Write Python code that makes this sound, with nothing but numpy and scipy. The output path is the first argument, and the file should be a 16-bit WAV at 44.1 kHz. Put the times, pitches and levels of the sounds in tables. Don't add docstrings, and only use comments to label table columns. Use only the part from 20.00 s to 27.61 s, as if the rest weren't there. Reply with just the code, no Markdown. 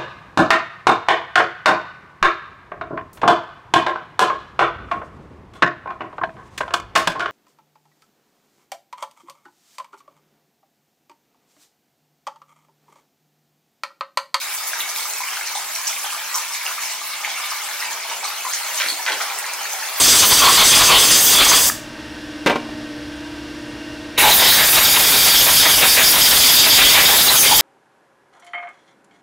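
import sys
import numpy as np
from scipy import signal
from scipy.fft import rfft, irfft, next_fast_len
from scipy.io import wavfile
from scipy.ndimage import uniform_filter1d, map_coordinates

SR = 44100
rng = np.random.default_rng(int(sys.argv[2]) if len(sys.argv) > 2 else 0)


def transcribe(u):
    v = np.clip(np.atleast_2d(u).T, -1, 1)
    q = np.round(v * 32767).astype(np.int16)
    wavfile.write(sys.argv[1], SR, q)


N = 335601

# (frequency [Hz], level per Hz [dB])
ROOM_RUSH = [(20, 0), (48, -1), (64, 2), (130, -1), (180, -3), (300, 0), (700, -6), (2200, -8),
             (3400, -9.5), (4300, -11), (5600, -12), (6300, -19), (10700, -27), (11600, -30.5),
             (15500, -37)]
# (frequency [Hz], time to fade by 60 dB [s])
ROOM_FADE = [(200, .4), (2000, .42), (6000, .38), (14000, .27)]
# (time [s], drone [dB], throb once a turn [dB], throb twice a turn [dB])
INTAKE_LEVELS = [(1.2, -42, -2, -14), (1.9, -42, -4, -8), (2.15, -40, -1, -10), (2.35, -35, -4, -11),
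                 (2.85, -33, -8, -16), (3.25, -35, -13, -5), (4.1, -36.5, -9, -5.5), (4.4, -44.5, -14, -9)]
# (multiple of the shaft rate [1], level [dB])
SHAFT_TONES = [(4, -51), (8, -56.5), (13, -57), (14, -50), (15, -53), (22, -62), (29, -51), (31, -58),
               (36, -52.5), (38, -53), (39, -52.5), (54, -56.5), (58, -56.5), (93, -53), (95, -53),
               (103, -56), (111, -58.5), (113, -53), (170, -54)]
# (frequency [Hz], level [dB])
MOTOR_HUM = [(119.8, -52), (239.7, -65)]
# (frequency [Hz], full width at half height [Hz], level [dB])
VALVE_BANDS = [(630, 130, 1), (1560, 210, 11.5), (1830, 200, 3), (2760, 120, 12), (3320, 450, 4),
               (10550, 700, -15)]
# (time [s], level [dB], extra level of the crack [dB])
BENCH_CONTACTS = [(2.4614, -4, -2), (2.4716, -9.5, 1), (2.4973, -9.5, -4), (2.505, -19, -2),
                  (2.514, -21.5, 2), (2.527, -18, -11), (2.5574, -16.5, -4), (2.688, -31, -6)]
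# (frequency [Hz], level [dB], time to fade by 60 dB [s])
BENCH_TONES = [(172, -12, 0.28), (236, -1.5, 0.26), (320, -9, 0.13), (399, -5.5, 0.32), (450, -7, 0.26),
               (582, 5, .11), (732, -7, .18), (840, -7, .13), (930, 0, .11), (1014, -6, .14),
               (1060, -1, 0.091), (1255, -10, .12), (1572, -11, .16), (2010, 0, 0.056), (2330, -1.5, 0.089),
               (2697, -24, 0.11)]
# (frequency [Hz], level per Hz [dB])
THUD_COLOUR = [(40, -25), (130, -16), (250, 2), (600, 4), (1100, 0.5), (1800, -14), (4000, -45)]
# (frequency [Hz], level per Hz [dB])
CRACK_COLOUR = [(300, -28), (1200, 1.5), (2800, 1), (4000, -8.5), (6500, -17), (8500, -24), (15500, -34)]
# (frequency [Hz], level [dB], time to fade by 60 dB [s])
POP_TONES = [(1280, -1, .012), (1720, -1, .014)]
OPENING_NOTES = {"throat": (1090, 150), "passage": (3380, 180), "slit": (6330, 290), "lip": (14150, 1300),
                 "bore": (890, 126), "port": (1720, 260), "recess": (2310, 510), "fins": (3900, 290)}
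# (time [s], length [s], opening [name], level [dB])
CATCH_TIMES = [(.28, .043, "lip", -17), (0.44, 0.064, "throat", -11), (0.49, 0.038, "throat", -6.5),
               (0.604, .06, "passage", -12), (.728, .059, "passage", -15), (0.92, .057, "throat", -9),
               (.975, 0.071, "passage", -10), (1.27, .091, "lip", -12), (1.392, .045, "passage", -8),
               (1.50, .033, "slit", -10), (1.532, 0.051, "throat", -13), (4.209, .043, "recess", -9),
               (4.258, 0.076, "bore", -10.5), (4.322, 0.032, "fins", -9), (4.353, 0.042, "lip", -7),
               (4.5, 0.081, "fins", -9.5), (4.528, 0.029, "port", -13.5), (4.606, .067, "port", -15.5),
               (5.992, 0.054, "recess", -13), (6.82, 0.078, "recess", -11), (6.99, 0.15, "recess", -13),
               (7.121, 0.076, "bore", -18.5), (7.19, 0.027, "fins", -13), (7.294, 0.028, "fins", -9),
               (7.405, 0.071, "slit", -14), (7.527, 0.029, "bore", -10.5)]
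# (frequency [Hz], half width at half height [Hz])
RIM_NOTE = (4920, 450)
# (time [s], length [s], level [dB])
RIM_APPROACH = (6.07, 1.03, -11.5)
# (opens [s], closes [s])
FIRST_HOLD = (-.02, 1.702)
# (opens [s], closes [s])
SECOND_HOLD = (4.176, 8)
# (frequency [Hz], level per Hz [dB])
FIRST_HOLLOW_COLOUR = [(40, -9), (200, -15), (650, -6), (920, -3), (1080, 0.5), (1350, -1), (1750, -9),
                       (2100, -3), (2800, -4), (3350, 3), (3950, -2.5), (4600, -2), (6200, -35),
                       (15000, -42)]
# (frequency [Hz], level per Hz [dB])
FIRST_EDGE_COLOUR = [(40, -17), (500, -7), (1000, -40), (1750, -4), (2300, -9.5), (3400, 2.5), (4100, -6.5),
                     (4900, 5.5), (5450, -2.5), (6250, 5.5), (7000, -5), (7550, 1.5), (10500, -8),
                     (15500, -22)]
# (frequency [Hz], level per Hz [dB])
FIRST_JET_COLOUR = [(40, -22), (1000, -4.5), (4200, -17.5), (4850, -5), (5600, -4.5), (6400, 3), (7000, -1),
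                    (7600, 2.5), (10000, -1), (15500, 0.5)]
# (frequency [Hz], level per Hz [dB])
SECOND_HOLLOW_COLOUR = [(40, -23), (200, -11.5), (500, -3.5), (900, 1.5), (1200, -1.5), (2250, 1.5),
                        (3200, -1.5), (3750, 5), (4300, -5), (4900, -17), (15000, -15.5)]
# (frequency [Hz], level per Hz [dB])
SECOND_EDGE_COLOUR = [(40, -12), (900, -17), (1800, -11.5), (2400, -6.5), (2800, -7), (3200, 3),
                      (3750, 1.5), (4150, -8.5), (4600, 1.5), (5150, -1), (5800, -8.5), (6500, -5.5),
                      (8000, -10), (15500, -33)]
# (frequency [Hz], level per Hz [dB])
SECOND_JET_COLOUR = [(40, -6), (1100, -10), (1650, -2), (2400, -28), (3200, -19.5), (4000, -22), (4600, 1),
                     (6000, -1), (6550, 0), (7200, -3.5), (9000, -0.5), (11300, 3), (12800, 2.5),
                     (15500, 0.5)]
# (time [s], level [dB])
FIRST_AIM_LEVELS = [(0.0, -0.5), (.23, -0.5), (.288, -10), (.325, 1.5), (.9, 1.5), (1.12, -1.5), (1.27, -3),
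                    (1.4, 0), (1.53, -0.5), (1.68, -9.5)]
# (time [s], length [s], level [dB])
HOLLOW_PASSES = [(0.244, 0.016, -14), (0.324, 0.017, -11), (0.455, 0.069, -6), (0.603, 0.076, -10),
                 (.752, 0.037, -10), (0.814, 0.048, -9), (0.942, .08, -8), (1.404, 0.053, -8),
                 (1.524, 0.032, -11.5)]
# (time [s], air in the hollows [dB], air on the edges [dB])
SECOND_AIM_LEVELS = [(4.2, -10, -20), (4.44, -13, -15), (4.8, -18, -17.5), (5.25, -16, -11.5),
                     (5.5, -20.5, -14), (5.8, -17, -14.5), (6.1, -17.5, -13), (6.5, -20.5, -9.5),
                     (6.9, -12.5, -11.5), (7.25, -16, -13.5), (7.6, -15, -9)]
# (time [s], change either way [dB])
SWING_WIDTH = [(4.2, 0), (4.6, 5), (4.8, 2.5), (5.2, 3.5), (5.7, 6), (6.1, 6), (6.45, 2.5), (6.8, 6),
               (7.2, 2.5), (7.5, 5)]
# (time [s], length [s], change on the casting [dB])
SLIP_TIMES = [(4.359, 0.039, -6), (7.243, 0.036, -7), (7.411, 0.054, -11), (7.572, 0.034, -12)]

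PUMP_HZ = 16.49
TOP_HZ = 15750
POP_S, POP_DB = 1.6983, -4
SWING_START_S, SWING_HZ, SWING_GAIN_HZ_PER_S = 4.26, 5.55, 0.24


def amp(db):
    return 10 ** (np.asarray(db) / 20)


def unit(x):
    return x / np.sqrt(np.mean(x ** 2) + 1e-20)


def clock():
    return np.arange(N) / SR


def along(points, hz):
    point_hz, values = np.transpose(points)
    return np.interp(np.log(hz + 1), np.log(point_hz), values)


def curves(rows):
    times, *columns = np.transpose(rows)
    return [np.interp(clock(), times, column) for column in columns]


def wobble(rate):
    points = rng.standard_normal(int(N * rate / SR) + 4)
    return map_coordinates(points, [clock() * rate])


def swell(s, length):
    return np.exp(-np.minimum((2 * (clock() - s) / length) ** 2, 60))


def filtered(x, response):
    size = next_fast_len(len(x) + 8192)
    hz = np.fft.rfftfreq(size, 1 / SR)
    return irfft(rfft(x, size) * response(hz), size)[:len(x)]


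def noise(spectrum, size=N):
    white = rng.standard_normal(size)
    return unit(filtered(white, lambda hz: amp(along(spectrum, hz))))


def resonance(f, hz, width):
    return 1j * f * width / (hz * hz - f * f + 1j * f * width)


def shop(x):
    hz, t, z = signal.stft(rng.standard_normal(SR // 2), SR, nperseg=256)
    fade = amp(-60 * t / along(ROOM_FADE, hz)[:, None])
    tail = signal.istft(z * fade, SR, nperseg=256)[1]
    delayed = np.pad(tail, (200, 0))
    return signal.fftconvolve(x, delayed / np.linalg.norm(tail))[:N]


def compressor(valve_db=-45.0, stroke_db=0.5, waver_db=3.5):
    t = clock()
    turn = 2 * np.pi * (PUMP_HZ * t + 0.0034 * wobble(3))

    def tone(phase):
        return np.sqrt(2) * np.sin(phase + rng.uniform(0, 2 * np.pi))

    drone_db, once_db, twice_db = curves(INTAKE_LEVELS)
    throb = amp(once_db) * tone(19 * turn) + amp(twice_db) * tone(20 * turn)
    drone = amp(drone_db) * (tone(18 * turn) + throb)
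    shaft = sum(amp(db + waver_db * wobble(4.35)) * tone(round(order) * turn) for order, db in SHAFT_TONES)

    def valve_colour(f):
        return sum(amp(db) * np.abs(resonance(f, hz, width)) ** 2 for hz, width, db in VALVE_BANDS)

    strokes = rng.standard_normal(N) * amp(stroke_db * np.cos(2 * turn))
    chatter = filtered(strokes, valve_colour)
    hum = sum(amp(db) * tone(2 * np.pi * hz * t) for hz, db in MOTOR_HUM)
    return drone + shaft + amp(valve_db) * unit(chatter) + hum


def set_down(ring_db=-6, thud_t60=0.063, crack_db=-2.0, crack_t60=0.079):
    out = np.zeros(N)
    t = np.arange(SR // 2) / SR
    for s, db, hard_db in BENCH_CONTACTS:
        ring = 0
        for hz, level, t60 in BENCH_TONES:
            fade = amp(level + 2 * rng.normal() - 60 * t / t60)
            ring = ring + fade * np.sin(2 * np.pi * hz * t) * rng.choice([-1, 1])
        thud = noise(THUD_COLOUR, size=len(t)) * amp(-60 * t / thud_t60)
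        crack = noise(CRACK_COLOUR, size=len(t)) * amp(crack_db + hard_db - 60 * t / crack_t60)
        out[round(s * SR):][:len(t)] += amp(db) * (amp(ring_db) * ring / 2 + thud + crack)
    return out


def valve_pop(attack=0.0006):
    t = np.maximum(clock() - POP_S, 0)
    ring = sum(amp(db - 60 * t / t60) * np.sin(2 * np.pi * hz * t) for hz, db, t60 in POP_TONES)
    return amp(POP_DB) * (1 - np.exp(-t / attack)) * ring


def note(hz, width):
    return unit(filtered(rng.standard_normal(N), lambda f: resonance(f, hz, 2 * width) ** 2))


def catches():
    notes = {name: note(hz, width) for name, (hz, width) in OPENING_NOTES.items()}
    return sum(amp(db) * swell(s, length) * notes[name] for s, length, name, db in CATCH_TIMES)


def swing():
    t = clock() - SWING_START_S
    return np.cos(2 * np.pi * (SWING_HZ * t + SWING_GAIN_HZ_PER_S * t ** 2 / 2))


def rim(sharpness=2.2):
    s, length, db = RIM_APPROACH
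    graze = np.clip((1 - swing()) / 2, 0, 1) ** sharpness
    after_opening = clock() > SECOND_HOLD[0]
    return amp(db) * swell(s, length) * graze * note(*RIM_NOTE) * after_opening


def first_shares(hollow_db=-17.5, edge_db=-9.0, jet_db=-14.0, spill=0.4, steal=2.1, tremor_db=2.7):
    aim_db, = curves(FIRST_AIM_LEVELS)
    passes = sum(amp(db) * swell(s, length) for s, length, db in HOLLOW_PASSES)
    hollow = amp(hollow_db + aim_db + tremor_db * wobble(21.9)) + passes
    edge = amp(edge_db + aim_db + tremor_db * wobble(21.97)) / (1 + steal * passes)
    jet = amp(jet_db - spill * aim_db)
    return hollow, edge, jet


def second_shares(jet_db=-10.5, edge_swing=0.67, jet_swing=0.24, midway_db=2.0, hollow_tremor_db=2.0,
                  edge_tremor_db=2.0, jet_tremor_db=0.85, spill=0.27):
    hollow_db, edge_db = curves(SECOND_AIM_LEVELS)
    place = swing()
    swing_db = curves(SWING_WIDTH)[0] * place
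    slip_db = sum(db * swell(s, length) for s, length, db in SLIP_TIMES)
    midway_lift_db = midway_db * (.5 - place ** 2)
    hollow = amp(hollow_db + swing_db + slip_db + hollow_tremor_db * wobble(25))
    edge = amp(edge_db - edge_swing * swing_db + slip_db + edge_tremor_db * wobble(25))
    jet = amp(jet_db - jet_swing * swing_db - spill * slip_db + midway_lift_db + jet_tremor_db * wobble(22))
    return hollow, edge, jet


def patchy(x, depth_db, above_hz=700):
    hz, _, z = signal.stft(x, SR, nperseg=512)
    field = rng.standard_normal(z.shape)
    for _ in range(2):
        field = uniform_filter1d(field, size=4, axis=0)
        field = uniform_filter1d(field, size=6, axis=1)
    reach = (hz / (hz + above_hz))[:, None]
    patched = z * amp(depth_db * reach * unit(field))
    return unit(signal.istft(patched, nperseg=512)[1][:N])


def blast(shares, colours, opens, closes, attack=0.012, release=0.015, flutter_db=3.0,
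          surface_patch_db=2.5, jet_patch_db=3.0):
    t = clock()
    trigger = np.clip((t - opens) / attack, 0, 1) * np.clip((closes - t) / release, 0, 1)
    depths = [surface_patch_db, surface_patch_db, jet_patch_db]
    hollow, edge, jet = [share * patchy(noise(colour), depth)
                         for share, colour, depth in zip(shares, colours, depths)]
    hollow = hollow * amp(flutter_db * wobble(90))
    edge = edge * amp(flutter_db * wobble(70))
    return trigger * (hollow + edge + jet)


def scene():
    first_colours = [FIRST_HOLLOW_COLOUR, FIRST_EDGE_COLOUR, FIRST_JET_COLOUR]
    second_colours = [SECOND_HOLLOW_COLOUR, SECOND_EDGE_COLOUR, SECOND_JET_COLOUR]
    first = blast(first_shares(), first_colours, *FIRST_HOLD)
    second = blast(second_shares(), second_colours, *SECOND_HOLD)
    air = amp(0.24) * (first + second + catches() + rim())
    knocks = set_down() + valve_pop()
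    room = shop(amp(-10.5) * air + amp(-13.0) * knocks)
    rush = amp(-37.5) * noise(ROOM_RUSH)
    mono = air + knocks + room + compressor() + rush
    return np.array([mono, mono])


def band_limit(hz):
    bass_cut = hz ** 4 / (hz ** 4 + 22 ** 4)
    return bass_cut / (1 + (hz / TOP_HZ) ** 300)


def record(dry, ceiling=0.41, hardness=6):
    clipped = dry / (1 + np.abs(dry / ceiling) ** hardness) ** (1 / hardness)
    return np.array([filtered(side, band_limit) for side in clipped])


dry = scene()
out = record(dry)
transcribe(out)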